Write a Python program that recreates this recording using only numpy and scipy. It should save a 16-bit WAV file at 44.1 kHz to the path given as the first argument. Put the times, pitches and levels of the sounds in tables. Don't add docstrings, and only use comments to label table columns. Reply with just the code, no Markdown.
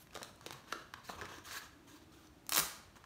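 import sys
import numpy as np
from scipy import signal
from scipy.fft import rfft, irfft, next_fast_len
from scipy.io import wavfile
from scipy.ndimage import uniform_filter1d, map_coordinates

SR = 44100
rng = np.random.default_rng(int(sys.argv[2]) if len(sys.argv) > 2 else 0)


def boost(x):
    u = np.asarray(x, float) / 20
    return 10 ** u


def inscribe(sig):
    pcm = np.round(np.clip(np.atleast_2d(sig).T, -1, 1) * 32767)
    wavfile.write(sys.argv[1], SR, pcm.astype(np.int16))


N = 134505

# [f/Hz, width/Hz, level/dB]
PLATE_MODES = [(437, 400, -3.5), (690, 530, -4), (1150, 250, 1.5), (1650, 192, 3.5), (3330, 2200, 0),
               (4450, 1120, 1.5), (6060, 1270, -2)]
PLATE_DETUNE = 0.042


def unit(x):
    return x / np.sqrt(np.mean(x ** 2) + 1e-20)


def along(points, hz):
    f, v = np.transpose(points)
    return np.interp(np.log(hz + 1), np.log(f + 1), v)


def filtered(x, response):
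    m = next_fast_len(len(x) + 4096)
    spectrum = rfft(x, m) * response(np.fft.rfftfreq(m, 1 / SR))
    return irfft(spectrum, m)[:len(x)]


def peak(f, hz, width_hz):
    return 1j * f * width_hz / (hz * hz - f * f + 1j * f * width_hz + 1e-9)


def tilt(f, db_per_octave):
    return boost(db_per_octave * np.log2(np.maximum(f, 300) / 2000))


def new_grip():
    return PLATE_DETUNE * rng.standard_normal(len(PLATE_MODES))


def plate(f, detune, ring_hz, ring_db, q):
    rest = 0
    for k, (hz, width_hz, db) in enumerate(PLATE_MODES):
        rest = rest + (-1) ** k * boost(db) * peak(f, hz * (1 + detune[k]), width_hz)
    return np.abs(rest) + boost(ring_db) * peak(f, ring_hz, ring_hz / q)


def add(track, s, piece):
    i = round(s * SR)
    piece = piece[max(-i, 0):N - i]
    track[max(i, 0):][:len(piece)] += piece


def patchy(x, depth_db):
    z = signal.stft(x, nperseg=256)[2]
    field = uniform_filter1d(rng.standard_normal(z.shape), size=4, axis=0)
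    field = uniform_filter1d(field, size=8, axis=1)
    return signal.istft(z * boost(depth_db * unit(field)), nperseg=256)[1][:len(x)]


def buckles():
    # [t/s, level/dB, body over snap/dB, tilt/(dB/octave), ring
    # f/Hz]
    pops = [(.0708, -52.5, 4.5, -1, 1800), (.108, -54, 3, -7, 2600), (.133, -41, -23, -6, 2480),
            (.146, -38.5, -30, 0, 6000), (.152, -32.5, -2, 1, 3620), (0.1531, -48, 9.5, -8, 503),
            (0.16, -37.5, -1, 0, 1450), (.1622, -37, 3, -7, 800), (0.174, -36.5, 1.5, -5.5, 1390),
            (.1742, -41.5, 4, -12, 646), (0.2159, -45, 6, -18, 1010), (.219, -39, 1, -7, 1240),
            (0.2201, -43, 4, -7.5, 590), (0.2305, -25, -14.5, -2, 3750), (.247, -41, -3, -6, 1390),
            (.359, -49, -10, 5, 8000), (0.411, -41, -3.5, -4, 1130), (.443, -54, -15, 7, 3600),
            (.463, -28, -2.5, 1.5, 507), (.469, -32, -15, -4.5, 3660), (0.5079, -28.5, -9.5, -7, 1570),
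            (.525, -36.5, 0, 4.5, 870), (0.53, -35.5, -3, 3, 1100), (0.7225, -45, 2, 1, 4570),
            (0.7244, -29, -1, -4, 3640), (.7260, -32.5, 8.5, -6, 1400), (0.7272, -40.5, 7, -10, 428),
            (0.9383, -36.5, -3, -2.5, 3560), (.9388, -41.5, 9, -8.5, 1800),
            (0.9395, -45, 10, -7.5, 1050),
            (1.0913, -39.5, 4.4, -8, 1760), (1.094, -41.5, 3.7, -12, 880), (1.098, -41.5, 8.5, -11.5, 790),
             (1.103, -43.5, 5.2, -8, 1120), (1.11, -51, 4.6, -3, 1010), (1.136, -47, 5.1, -29, 1030),
             (1.198, -55, 8.7, 3, 1190), (1.2132, -34, 1.4, -8, 1820), (1.219, -41, 9, -6, 1650),
             (1.2237, -45.5, 7, -23, 1210), (1.240, -52, 5.2, -11.5, 403), (1.2552, -39.5, 3.5, -4, 1940),
             (1.385, -46, 2.3, 0, 1150), (1.473, -52, 6, -11, 1130), (1.5103, -42, 5.7, -6, 1640),
             (1.519, -45.5, 7.4, -2, 1290), (1.571, -59, 6, -3, 1700), (1.587, -57, 3.7, -8, 1500),
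             (2.270, -57, 4, -2, 5550), (2.274, -61, 3, -4, 4330), (2.957, -54.5, 4.9, -3, 1100),
             (2.964, -58, 3.4, -7, 6500), (3.041, -48.5, 4.9, -5, 1180)]
    snap_t60_s, body_t60_s, body_attack_s = 0.008, 0.02, 0.0005
    snap_kick, body_kick = 3.5, 2.5
    out, t = np.zeros(N), np.arange(SR // 16) / SR
    for s, db, body_db, slope, hz in pops:
        a, b = rng.standard_normal((2, len(t)))
        detune = new_grip()

        a[:2] += snap_kick
        snap = filtered(a * boost(-60 * t / snap_t60_s), lambda f: tilt(f, slope) * peak(f, 4170, 6100))

        bump = np.exp(-(t * SR / 4 - 2) ** 2)
        b = b * (1 - np.exp(-t / body_attack_s)) + body_kick * bump
        body = filtered(b * boost(-60 * t / body_t60_s), lambda f: plate(f, detune, hz, ring_db=6, q=4.5)
                        * tilt(f, slope / 2) * peak(f, 3 * hz, 15 * hz) ** 2)

        click = snap / np.abs(snap).max() + boost(body_db) * body / np.abs(body).max()
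        add(out, s, boost(db) * click)
    return out


def rubs():
    # [t/s, length/s, level/dB, tilt/(dB/octave), ring f/Hz]
    strokes = [(-.03, 0.055, -63, 1.5, 11400), (0.549, 0.16, -68, -2.5, 1090),
               (0.119, 0.17, -60.5, 0, 1280), (0.411, 0.056, -63, -1.5, 1070),
               (0.461, 0.13, -61.5, -1, 1010), (0.67, 0.067, -55.5, -1.8, 1700),
               (0.731, 0.091, -59.5, -2.5, 620), (0.957, 0.033, -61, -2.5, 1040),
               (1.03, 0.071, -58, 1.7, 4150), (1.082, 0.026, -51.5, 0.5, 4100),
               (1.11, .05, -55.5, -1.5, 1184), (1.169, 0.093, -52, -3, 1210), (1.276, .11, -53, -2, 1150),
               (1.437, 0.032, -54, 2, 1600), (1.46, 0.061, -53.5, 1.5, 4360),
               (1.452, 0.07, -55.5, -0.5, 1170), (1.507, 0.071, -48, -0.1, 1650),
               (1.516, 0.065, -50.5, 3.5, 4450), (1.598, 0.061, -57, -1, 1230),
               (1.866, 0.11, -62.5, 0.5, 990), (1.996, 0.046, -68.5, -0.5, 3800),
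               (2.109, .15, -67, 0.5, 1240), (2.948, 0.023, -59.5, -1.5, 1110),
               (2.992, 0.049, -67.5, -3, 1110)]
    # [f/Hz, density level/dB]
    card_colour = [(120, -4.5), (200, -12), (333, -9.5), (379, -8.5), (1600, -7.5), (2100, -10),
                   (4350, -11.5), (15600, -15)]
    attack_s, release_s, grains_per_s = 0.014, 0.012, 14000
    grain_spread_db, flutter_db, broad_db = 2, 2.15, -9
    out, t = np.zeros(N), np.arange(SR // 3) / SR
    for s, length, db, slope, hz in strokes:
        hit, size, sign = rng.random((3, len(t)))
        grain_gain = boost(-grain_spread_db * np.log(size + 0.007))
        grains = (hit < grains_per_s / SR) * grain_gain * (sign - 0.5)
        detune = new_grip()
        sound = filtered(grains, lambda f: boost(along(card_colour, f)) * tilt(f, slope)
                         * (boost(broad_db) + np.abs(plate(f, detune, hz, ring_db=3, q=7))))
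        flutter = np.tanh(map_coordinates(rng.standard_normal(40), [t * 90]))
        shape = np.clip(t / attack_s, 0, 1) * np.exp(-np.maximum(t - length, 0) / release_s)
        add(out, s, boost(db + flutter_db * flutter) * shape * unit(patchy(sound, depth_db=2.5)))
    return out


def thuds():
    thud_times = [.218, .463, .530, .726, .755, 1.095, 1.150, 1.215, 1.222, 1.380, 2.285, 2.575, 2.582,
                  2.585, 2.610]
    # [level/dB, f/Hz]
    thud_tones = [(-55.5, 121), (-41, 338), (-46.5, 135), (-47, 440), (-43.5, 330), (-55, 183), (-52, 80),
                  (-47, 97), (-41.5, 397), (-46.5, 318), (-60.5, 68), (-33, 510), (-40.5, 324), (-40, 165),
                  (-49.5, 58.5)]
    cycles = 5.34
    out, t = np.zeros(N), np.arange(SR // 8) / SR
    for s, (db, hz) in zip(thud_times, thud_tones):
        decay = boost(db - 60 * t * hz / (3 * cycles))
        onset = 1 - np.exp(-t * hz * 3)
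        add(out, s, decay * onset * np.sin(2 * np.pi * hz * t))
    return out


def tape():
    # [t/s, level/dB, crackle length/s, brightest f/Hz, table ring/dB]
    slips = [(2.4666, -40, 0.0012, 7200, 5), (2.4933, -19.5, 0.00089, 11200, 2),
             (2.4949, -26, 0.0011, 4490, 6), (2.4993, -40, .0006, 9000, -6),
             (2.504, -40, 0.0022, 12000, -6), (2.5117, -40, .001, 13000, -4), (2.5138, -32, .0011, 7000, 0),
             (2.5214, -19, 0.0011, 6540, 4), (2.5219, -18, 0.0015, 4200, -2.5),
             (2.523, -21, 0.0013, 2980, 1), (2.5246, -22, 0.0031, 2640, 8.5),
             (2.5322, -20, 0.0016, 5000, -1), (2.5348, -21, 0.0014, 6000, -13),
             (2.5425, -25, 0.0012, 4370, -4), (2.545, -18, .0016, 7960, -15),
             (2.5496, -13, 0.00055, 5900, -9), (2.5516, -20, 0.00081, 5500, 2),
             (2.56, -16.5, 0.0018, 6400, 5), (2.5634, -15, 0.0027, 5470, -6.5),
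             (2.5667, -24.5, 0.0014, 6000, -1), (2.5721, -10, 0.00074, 14700, -2),
             (2.5783, -14.5, 0.0014, 8600, -2.5), (2.5801, -11, 0.0017, 13600, -9),
             (2.5823, -19.5, 0.0017, 5960, 9.5), (2.587, -20, 0.0036, 6100, 0),
             (2.5904, -19.5, 0.0031, 14100, -11), (2.592, -19, .0022, 9260, -4),
             (2.5947, -18.5, 0.0019, 6100, 5.5), (2.5996, -14.5, .0012, 11100, 5),
             (2.6016, -26, .002, 7000, 9)]
    # [f/Hz, level/dB]
    strip_colour = [(180, -5), (300, 10), (378, -1), (509, -3), (1220, -1.5), (1940, -0.5), (6080, -4),
                    (15600, -5)]
    crackle_db, spike_db, slip_peak_db, slip_q = -8, -0.5, 4, 2
    table_hz, table_width_hz, film_low_hz = 1180, 600, 1500
    out, t = np.zeros(N), np.arange(SR // 50) / SR
    for s, db, length, hz, table_db in slips:
        noise, size = rng.standard_normal((2, len(t)))
        grit = noise * boost(3.2 * uniform_filter1d(size, size=5))
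        crackle = grit * np.exp(-(t / length) ** 1.4) * boost(crackle_db)
        crackle[:2] -= boost(spike_db) * min(1, (0.0031 / length) ** 2)

        def film_and_table(f):
            film = (1 + boost(slip_peak_db) * peak(f, hz, hz / slip_q)) * 1j * f / (film_low_hz + 1j * f)
            return film + boost(table_db) * peak(f, table_hz, table_width_hz)

        add(out, s, boost(db - 3.5) * filtered(crackle, film_and_table))
    return filtered(out, lambda f: boost(along(strip_colour, f) + 4.0))


def kitchen(x):
    # [f/Hz, t60/s]
    decay_times = [(150, 0.47), (1000, 0.65), (4000, 0.56), (8000, 0.46), (14000, 0.34)]
    wall_s = 0.0013
    out, hop = np.zeros(N + 2 * SR), SR // 8
    for i in range(0, N, hop):
        hz, t, z = signal.stft(rng.standard_normal(SR * 3 // 4), SR, nperseg=256)
        fade = boost(-60 * t / along(decay_times, hz)[:, None])
        tail = signal.istft(z * fade, SR, nperseg=256)[1]
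        tail *= 1 - np.exp(-np.arange(len(tail)) / (SR * wall_s))
        wet = signal.fftconvolve(x[i:i + hop], tail / np.linalg.norm(tail))
        out[i:i + len(wet)] += wet
    return out[:N]


def floor():
    # [f/Hz, density level/dB]
    hiss_colour = [(15, -53), (25, -11), (91, -2.5), (144, -7.5), (315, -9), (485, -17.5), (570, -14.5),
                   (1250, -19), (15700, -37.5)]
    # [t/s, level/dB]
    drone_swell = [(0, -79), (.5, -76), (1.2, -87), (1.9, -64), (2.5, -68), (3.05, -100)]
    hiss_db, drone_hz, drone_width_hz = -63, 304, 76
    hiss = unit(filtered(rng.standard_normal(N), lambda f: boost(along(hiss_colour, f))))
    drone = unit(filtered(rng.standard_normal(N), lambda f: peak(f, drone_hz, drone_width_hz) ** 2))
    drone_db = np.interp(np.arange(N) / SR, *np.transpose(drone_swell))
    return boost(hiss_db) * hiss + boost(drone_db) * drone


def scene():
    card = buckles() + rubs() + thuds()
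    strip = tape()
    room = kitchen(boost(-7.5) * card + boost(-5.5) * strip)
    return (card + strip + room + floor())[None]


def band_limit(x):
    return signal.sosfilt(signal.butter(12, 16830, fs=SR, output="sos"), x)


def record(dry):
    # [f/Hz, width/Hz, depth 0-1]
    notches = [(2040, 350, 0.18), (5000, 236, 0.45), (7700, 630, 0.23), (10400, 1500, 0.43)]
    # [f/Hz, level/dB]
    mic_band = [(20, -20), (45, 0), (15300, 0), (15720, -5), (15850, -28), (16400, -33), (16830, -50)]

    def microphone(f):
        response = boost(along(mic_band, f))
        for hz, width_hz, depth in notches:
            response = response * (1 - depth * peak(f, hz, width_hz))
        return response

    return band_limit(filtered(dry[0], microphone)[None])


dry = scene()
out = record(dry)
inscribe(out)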